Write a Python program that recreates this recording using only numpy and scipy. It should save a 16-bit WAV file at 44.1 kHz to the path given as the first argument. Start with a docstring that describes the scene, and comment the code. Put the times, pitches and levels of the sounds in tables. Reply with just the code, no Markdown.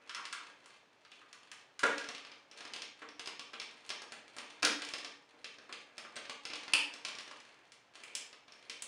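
"""A hollow plastic toy robot is folded into a new shape by hand, at a table in a bare, hard-walled room.
Its stiff hinge scrapes in tiny jerks, its feet land on the table and set low notes of the room ringing,
a shoulder piece flips over and a latch snaps home. In between, joints tick, fingers tap the shells,
and plastic and sleeves rub. The table and walls echo every click, over quiet ventilation."""
import sys
import numpy as np
from scipy import signal
from scipy.fft import rfft, irfft, next_fast_len
from scipy.io import wavfile
from scipy.ndimage import uniform_filter1d

SR = 44100
rng = np.random.default_rng(int(sys.argv[2]) if len(sys.argv) > 2 else 0)


def dump_mix(stems):
    """Bounce the given channels to the path in sys.argv[1] as a 16-bit WAV at rate SR."""
    frames = np.atleast_2d(stems).T  # one column per channel
    limited = np.clip(frames, -1, 1)  # hard clip at full scale
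    pcm = np.round(limited * 32767).astype(np.int16)
    wavfile.write(sys.argv[1], SR, pcm)


N = 391166
HIT_SAMPLES = 4096
HIT_TIME = np.arange(HIT_SAMPLES) / SR  # seconds since a hit began

# Levels in the tables are relative. A "tone" says how strong each frequency is.
# Tone of the ventilation: f/Hz, level/dB
VENT_TONE = [(20, -20), (50, 6.5), (80, -8), (110, -1.5), (170, -5), (300, -2.5), (650, 0.5), (1200, -2.5),
             (3000, -9.5), (6000, -19), (10000, -32.5), (12000, -29)]
# How long the room's echo takes to fade by 60 dB: f/Hz, fade/s
ECHO_FADE = [(100, 0.304), (400, 0.46), (1500, 0.43), (3000, 0.37), (6000, 0.351), (12000, 0.23)]
# Tone of that echo, with uneven bass: f/Hz, level/dB
ECHO_TONE = [(180, -4.5), (230, 5.5), (260, 1), (292, 8), (340, 0), (400, 0), (455, 9), (520, 3),
             (3200, 2.5), (5000, -2.5), (6500, -1), (10000, -2)]
# Tone of the microphone: f/Hz, level/dB
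MIC_TONE = [(20, -15), (70, -16.5), (110, -1.5), (10500, 1.5), (11400, -9), (12200, -37.5), (13500, -4),
            (15000, -11)]
# Tone of brushing sleeves: f/Hz, level/dB
SLEEVE_TONE = [(60, -21), (110, -23), (170, -8), (215, -3.5), (450, 0), (800, -1), (1200, -3.5),
               (2500, -1.5), (6000, -51.5), (11000, -52)]
# Hand moves that rub the parts: t/s, length/s, level/dB
HAND_MOVES = [(0, 0.032, -56), (0.156, 0.34, -57.5), (.63, 0.042, -59), (1.18, 0.426, -63.5),
              (1.94, 0.03, -47), (2.097, 0.217, -57), (2.549, 0.23, -53), (3.003, 0.11, -61),
              (3.502, 0.96, -58.5), (4.377, 0.135, -54.5), (4.743, 0.31, -54.5), (5.32, .05, -63),
              (5.56, 0.52, -61), (6.157, 0.061, -52.5), (6.474, 0.48, -53.5), (7.096, 0.49, -59),
              (7.988, .23, -55.5), (8.527, .34, -60.5)]
# Soft knocks on hollow shells: t/s, level/dB, cavity f/Hz, thud/dB
SHELL_TAPS = [(0.0941, -9, 1400, -24), (0.329, -9, 1290, -24), (1.117, -20, 2420, -10),
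              (1.214, -20, 1110, -23), (1.329, -26, 1070, -19), (1.515, -19, 1670, -15.5),
              (1.7924, -15, 1110, -24), (3.0179, -14.5, 1680, -2), (3.022, -13.5, 1050, -2.5),
              (3.5335, -10.5, 1190, -6), (3.537, -12.5, 2380, -8), (4.577, -25.5, 1470, -7),
              (5.34, -29, 795, 7), (5.694, -14, 1160, -1.5), (6.0487, -13, 1160, -5.5),
              (6.161, -22.5, 1190, -2), (7.312, -14, 1050, -6.5)]
# Thin tabs slipping free: t/s, level/dB, f/Hz, fade/s
TAB_TWANGS = [(6.157, -33, 8340, 0.041), (8.037, -26, 2400, 0.011)]
# Turns of the stiff hinge: t/s, length/s, level/dB, starting cavity f/Hz
HINGE_TURNS = [(0.153, .066, -18, 1314), (0.334, .1, -26.5, 1550)]
# Tone of a small plastic tick: f/Hz, level/dB
TICK_TONE = [(60, -40.5), (170, -27.5), (260, -10), (800, -7.5), (1300, -3), (2600, 2), (3800, 0),
             (4700, 0.5), (5500, -8.5), (6200, -6), (7900, -13.5), (9300, -12), (11000, -30)]
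# Ticks of joints and loose parts: t/s, level/dB, hollow body/dB, sharp edge/dB
JOINT_TICKS = [(0.0742, -34, 11.5, -4), (0.0944, -14.5, 5, 0), (0.148, -11, 4, 2), (0.2535, -12.5, 2.5, 2),
               (0.3266, -9, 2.5, 5.5), (0.659, -27.5, 7, 9), (1.05, -26, 5, -7), (1.117, -28, 2, 3),
               (1.329, -21.5, 5.5, 5), (1.516, -19, 5, 7), (1.7926, -12, 6, 7.5), (1.981, -9.5, -3, 1.5),
               (2.0425, -17, 2, -2), (2.0884, -11, 3, 0), (2.149, -12.5, -3, -3.5), (2.1814, -22, -2, -3),
               (2.2495, -18.5, -1, -8), (2.3171, -20, 1, -9), (2.5137, -23, -2, -2), (2.574, -23, -2, 3.5),
               (2.607, -15.5, 2.5, -3.5), (2.6523, -18, 5, -2), (2.7362, -9, -7.5, -1),
               (2.762, -13.5, 1.5, 0), (2.8202, -10.5, -6.5, -1), (2.829, -20, -1.5, -7),
               (3.0885, -21.5, 3, -5), (3.1952, -11, -0.5, 0), (3.259, -14, -4, -0.5), (3.274, -11, 1.5, 1),
               (3.3946, -12, -2, -1), (3.5333, -27.5, -2.5, 3), (3.599, -8, -10, -4),
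               (3.6167, -15, 0.5, -1), (3.8632, -27, -1, 9), (3.8923, -11, -6.5, 5),
               (3.9031, -6, -0.5, -2.5), (4.0195, -16.5, 4.5, 2.5), (4.1211, -15, 5.5, 5.5),
               (4.3657, -21.5, 11.5, 11.5), (4.3844, -12.5, 2, 3.5), (4.82, -7.5, -1, 0),
               (4.8493, -15, -13.5, 5), (4.8882, -14.5, -2, 5), (4.9371, -6.5, -0.5, -1.5),
               (4.983, -13, -3, 1), (5.0471, -10.5, -1, -2), (5.444, -10.5, -1, -3), (5.5852, -24, 8, -6),
               (5.7259, -11, 0, -1), (5.981, -13.5, 3.5, 3), (6.1648, -10.5, 4.5, 2.5),
               (6.2535, -19.5, 3, -4.5), (6.2964, -9.5, 1, 0), (6.4531, -10, -0.5, 0),
               (6.5017, -13.5, 4, -8), (6.5345, -8.5, -1, -4), (6.5561, -12, -8.5, 0.5),
               (6.6349, -18.5, 0, -1), (6.6803, -14.5, 6, -5), (6.9384, -15.5, -1.5, 2),
               (7.0498, -5, -3, 0.5), (7.085, -11.5, 0.5, 1), (7.152, -17.5, 1, -1),
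               (7.1857, -11.5, -2, -0.5), (7.207, -21.5, 3, 4), (7.2776, -21.5, 5.5, -2),
               (7.3118, -19.5, 2, 0.5), (7.402, -25.5, -3, 3), (7.72, -23.5, -3.5, 6),
               (7.9544, -20.5, 0.5, 3), (8.0365, -23.5, -3.5, 12), (8.152, -8.5, -9.5, 13.5),
               (8.329, -22, 0, -2), (8.4815, -25, 2, -9), (8.522, -26, -3, -2), (8.6974, -9.5, -4, 2),
               (8.822, -15, 0, 19)]
# Resonances (ringing notes) that each kind of hit sets off: f/Hz, fade/s, level/dB
# Those under "feet" are low resonances of the room, ringing when the feet land on the table.
RESONANCES = {"tick": [(1185, 0.047, -20.5), (2790, 0.002, -20), (5260, 0.0069, -13)],
              "feet": [(460, 0.036, -5.5), (683, 0.062, -8), (990, 0.058, -15), (1380, 0.049, -17),
              (1463, 0.026, 0.5)], "shoulder": [(1216, 0.054, -17.5), (2370, 0.012, -7.5)],
              "latch": [(2240, 0.05, -35.5), (2656, 0.071, -16), (2730, 0.044, -14), (2810, .04, -18.5),
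              (4740, .018, -18)]}
# Tone of each kind of blow: f/Hz, level/dB
BLOW_TONES = {"feet": [(50, -49), (75, -34.5), (110, -6), (170, -22), (330, -14), (420, 0.5), (560, 11.5),
              (690, 9.5), (830, 4.5), (1050, 8.5), (1500, 10), (2000, 5.5), (2500, 0), (4500, -6),
              (9000, -15), (11000, -28)], "shoulder": [(50, -54), (110, -30), (190, -21), (280, -10.5),
              (450, -6), (850, -7.5), (1400, 0), (2500, -4), (3800, -4), (5300, -2), (7800, -18),
              (9400, -14.5), (11000, -27)], "latch": [(50, -48), (110, -12), (170, -23), (290, -13.5),
              (450, -16.5), (700, -8.5), (1800, -7), (2600, 5), (3150, 1), (3900, -9.5), (4800, -0.5),
              (5800, -13.5), (7800, -13.5), (9400, -6), (11000, -24.5)]}
# Blows of landing and snapping home: t/s, level/dB, hardness/(dB per octave), kind
BLOWS = [(1.8320, -8.5, -0.5, "feet"), (1.8344, -3.5, 1, "feet"), (1.8387, -2.5, 0, "feet"),
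         (1.842, -14.5, -1.5, "feet"), (1.866, -9.5, 3, "feet"), (4.6239, -10, 1.5, "shoulder"),
         (4.6285, 0.5, -1, "shoulder"), (4.6301, 1, 0.5, "shoulder"), (4.638, -12.5, -7.5, "shoulder"),
         (4.649, 6, 4, "shoulder"), (4.6521, 4, -1.5, "shoulder"), (4.670, -9.5, -3, "shoulder"),
         (6.7318, -28, -8, "latch"), (6.7353, 8, 0.5, "latch"), (6.738, -3.5, -3, "latch")]


def gain(db):
    """Turn decibels into a number to multiply by."""
    return 10 ** (np.asarray(db) / 20)


def curve_at(points, hz):
    """Read a curve of (f/Hz, value) points, with octaves evenly spaced."""
    point_hz, values = np.transpose(points)
    return np.interp(np.log(hz + 1), np.log(point_hz), values)


def freqs(size=HIT_SAMPLES):
    """List the frequencies in the spectrum of this many samples."""
    return np.arange(size // 2 + 1) * SR / size


def unit_energy(x):
    """Scale a sound to an energy of one."""
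    return x / np.sqrt(np.sum(x ** 2))


def filter_long(x, tone):
    """Give a long sound a tone."""
    size = next_fast_len(len(x), True)
    return irfft(rfft(x, size) * gain(curve_at(tone, freqs(size))), size)[:len(x)]


def filter_hit(x, db):
    """Filter a short sound by a dB curve so that nothing comes before its start."""
    cepstrum, half = irfft(np.log(gain(db))), len(x) // 2
    cepstrum[1:half] *= 2
    cepstrum[half + 1:] = 0
    return irfft(rfft(x) * np.exp(rfft(cepstrum)))


def flatten(x, bins):
    """Even out a burst's spectrum so that no chance pitch stands out."""
    power = uniform_filter1d(np.abs(rfft(x)) ** 2, size=bins)
    return filter_hit(x, -10 * np.log10(power + 1e-12))


def add(track, start_s, sound):
    """Mix a hit into the track."""
    start = int(np.clip(start_s * SR, 0, N - 1))
    track[start:start + HIT_SAMPLES] += sound[:N - start]


def fade(t, fade_s):
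    """Die away, falling 60 dB in fade_s seconds."""
    return np.exp(-np.log(1000) * t / fade_s)


def note(hz, fade_s):
    """One vibration starts from rest and dies away."""
    return unit_energy(np.sin(2 * np.pi * hz * HIT_TIME) * fade(HIT_TIME, fade_s))


def ventilation():
    """Moving air makes a quiet, steady rush."""
    rush = unit_energy(filter_long(rng.standard_normal(N), VENT_TONE))
    return gain(-68.5) * np.sqrt(N) * rush


def room(x, table_s, table_db, wall_db, build_s):
    """The table adds one quick echo; the bare walls add a wash of echoes whose treble dies first."""
    t, hz = np.arange(SR) / SR, freqs(SR)
    spectrum = rfft(rng.standard_normal(SR))
    edges_hz = [0, 250, 700, 2000, 4000, 6000, 8000, SR]
    tail = np.zeros(SR)
    for low, high in zip(edges_hz, edges_hz[1:]):
        band = irfft(spectrum * ((hz >= low) & (hz < high)))
        tail += band * fade(t, curve_at(ECHO_FADE, min((low + high) / 2, SR / 4)))
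    tail = flatten(tail * (1 - np.exp(-t / build_s)), bins=24)
    response = gain(wall_db) * filter_hit(tail, curve_at(ECHO_TONE, hz))
    response[0] += 1  # the direct sound
    response[int(table_s * SR)] += gain(table_db)
    return signal.fftconvolve(x, response)[:N]


def contact(crack_s, shell_s, shell_db):
    """Plastic meets plastic: a bright crack, then a brief, deeper chatter of the shell."""
    crack, shell = rng.standard_normal((2, HIT_SAMPLES))
    bass_cut_db = curve_at([(1200, -8), (4500, 0)], freqs())
    crack = filter_hit(crack * fade(HIT_TIME, crack_s) * HIT_TIME, bass_cut_db)
    shell = shell * fade(HIT_TIME, shell_s)
    return flatten(unit_energy(crack) + gain(shell_db) * unit_energy(shell), bins=25)


def ring(notes, detune, scatter_db):
    """Resonances ring and fade, a little different in pitch and strength at each hit."""
    chance = rng.standard_normal((len(notes), 2))
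    return sum(gain(db + scatter_db * louder) * note(hz * (1 + detune * higher), fade_s)
               for (hz, fade_s, db), (louder, higher) in zip(notes, chance))


def knock(hz, thud_db):
    """A soft hit sounds the cavity (the air inside a shell) over a dull thud of its body."""
    tone = [(100, -32), (250, thud_db), (0.82 * hz, thud_db), (hz, 4),
            (1.47 * hz, -3), (1.78 * hz, -6), (8000, -27), (11000, -42)]
    return filter_hit(contact(crack_s=0.022, shell_s=0.045, shell_db=1.0), curve_at(tone, freqs()))


def hand_effort(rise_s=0.073, fall_s=0.14, grip_db=-71.5):
    """Each hand move swells, holds and lets go, over a light, steady grip."""
    t = np.arange(N) / SR
    moves = [gain(db) * np.interp(t, [s - rise_s, s, s + length, s + length + fall_s], [0, 1, 1, 0])
             for s, length, db in HAND_MOVES]
    return np.maximum(np.max(moves, axis=0), gain(grip_db))


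def rubbing(slips_per_s=110):
    """Sliding plastic catches and slips in tiny, uneven grains while the sleeves brush along."""
    slips = (rng.random(N) < slips_per_s / SR) * rng.choice([-1, 1], N)
    strengths = gain(5.9 * np.minimum(rng.exponential(size=N), 3))
    grain = contact(crack_s=0.0035, shell_s=0.024, shell_db=-6.5)
    grains = signal.fftconvolve(slips * strengths, grain)[:N]
    plastic = unit_energy(filter_long(grains, TICK_TONE))
    cloth = unit_energy(filter_long(rng.standard_normal(N), SLEEVE_TONE))
    return hand_effort() * np.sqrt(N) * (gain(-11) * plastic + gain(-12.5) * cloth)


def twangs():
    """Thin tabs twang as they slip free."""
    out = np.zeros(N)
    for start_s, db, hz, fade_s in TAB_TWANGS:
        add(out, start_s, gain(db) * note(hz, fade_s))
    return out


def taps():
    """Fingers and parts knock on the hollow shells."""
    out = np.zeros(N)
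    for start_s, db, hz, thud_db in SHELL_TAPS:
        add(out, start_s, gain(db) * knock(hz, thud_db))
    return out


def hinge(slips_per_s=180, fall_octaves_per_s=5.7):
    """The hinge sticks and slips; each jerk rings a cavity whose pitch falls as the hinge turns."""
    out = np.zeros(N)
    for start_s, length, db, start_hz in HINGE_TURNS:
        for age in np.arange(0, length, 1 / slips_per_s):
            late, louder = rng.standard_normal(2)
            hz = start_hz * 2 ** (-fall_octaves_per_s * age)
            jerk = knock(hz, thud_db=-30)
            jerk += ring([(hz, 0.034, -15.5)], detune=0.071, scatter_db=1)
            add(out, start_s + age + 0.0015 * late, gain(db + 2 * louder) * jerk)
    return out


def ticks(lands_s=1.83):
    """Small, hard hits shake the toy's body and thin edges; they thud only once it is on the table."""
    out, hz = np.zeros(N), freqs()
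    for start_s, db, body_db, edge_db in JOINT_TICKS:
        hit = contact(crack_s=0.006, shell_s=0.051, shell_db=-3.5)
        tick = filter_hit(hit, curve_at(TICK_TONE, hz))
        tick += ring(RESONANCES["tick"], detune=0.024, scatter_db=3)
        thud_db = body_db + (-29 if start_s < lands_s else 3)
        tone = [(600, thud_db), (1000, body_db), (1600, body_db),
                (2300, 0.0024), (5500, 0.011), (7500, edge_db)]
        add(out, start_s, gain(db) * filter_hit(tick, curve_at(tone, hz)))
    return out * gain(-2.0)


def snaps():
    """The feet, shoulder and latch each hit home in a quick run of blows; harder blows are brighter."""
    out, hz = np.zeros(N), freqs()
    octaves = np.log2(np.clip(hz, 300, 7000) / 3000)
    for start_s, db, hardness, kind in BLOWS:
        hit = contact(crack_s=0.0048, shell_s=0.039, shell_db=-10.5)
        blow = filter_hit(hit, curve_at(BLOW_TONES[kind], hz))
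        blow += gain(-8.5) * ring(RESONANCES[kind], detune=0.012, scatter_db=2)
        add(out, start_s, gain(db) * filter_hit(blow, hardness * octaves))
    return out


def scene():
    """The toy is folded in its room, over quiet ventilation."""
    handling = ticks() + taps() + twangs() + snaps() + rubbing()
    air = ventilation()
    toy = room(handling + hinge(), table_s=0.003, table_db=-5.5, wall_db=1.73, build_s=0.009)
    return (toy + air)[None]


def record(dry):
    """A small microphone weakens the deep bass, has a dip in the high treble and cuts off the very top."""
    top_cut = signal.ellip(8, 0.2, 70, 15800, fs=SR, output="sos")
    return signal.sosfilt(top_cut, filter_long(dry[0], MIC_TONE))[None]


dry = scene()
out = record(dry)
dump_mix(out)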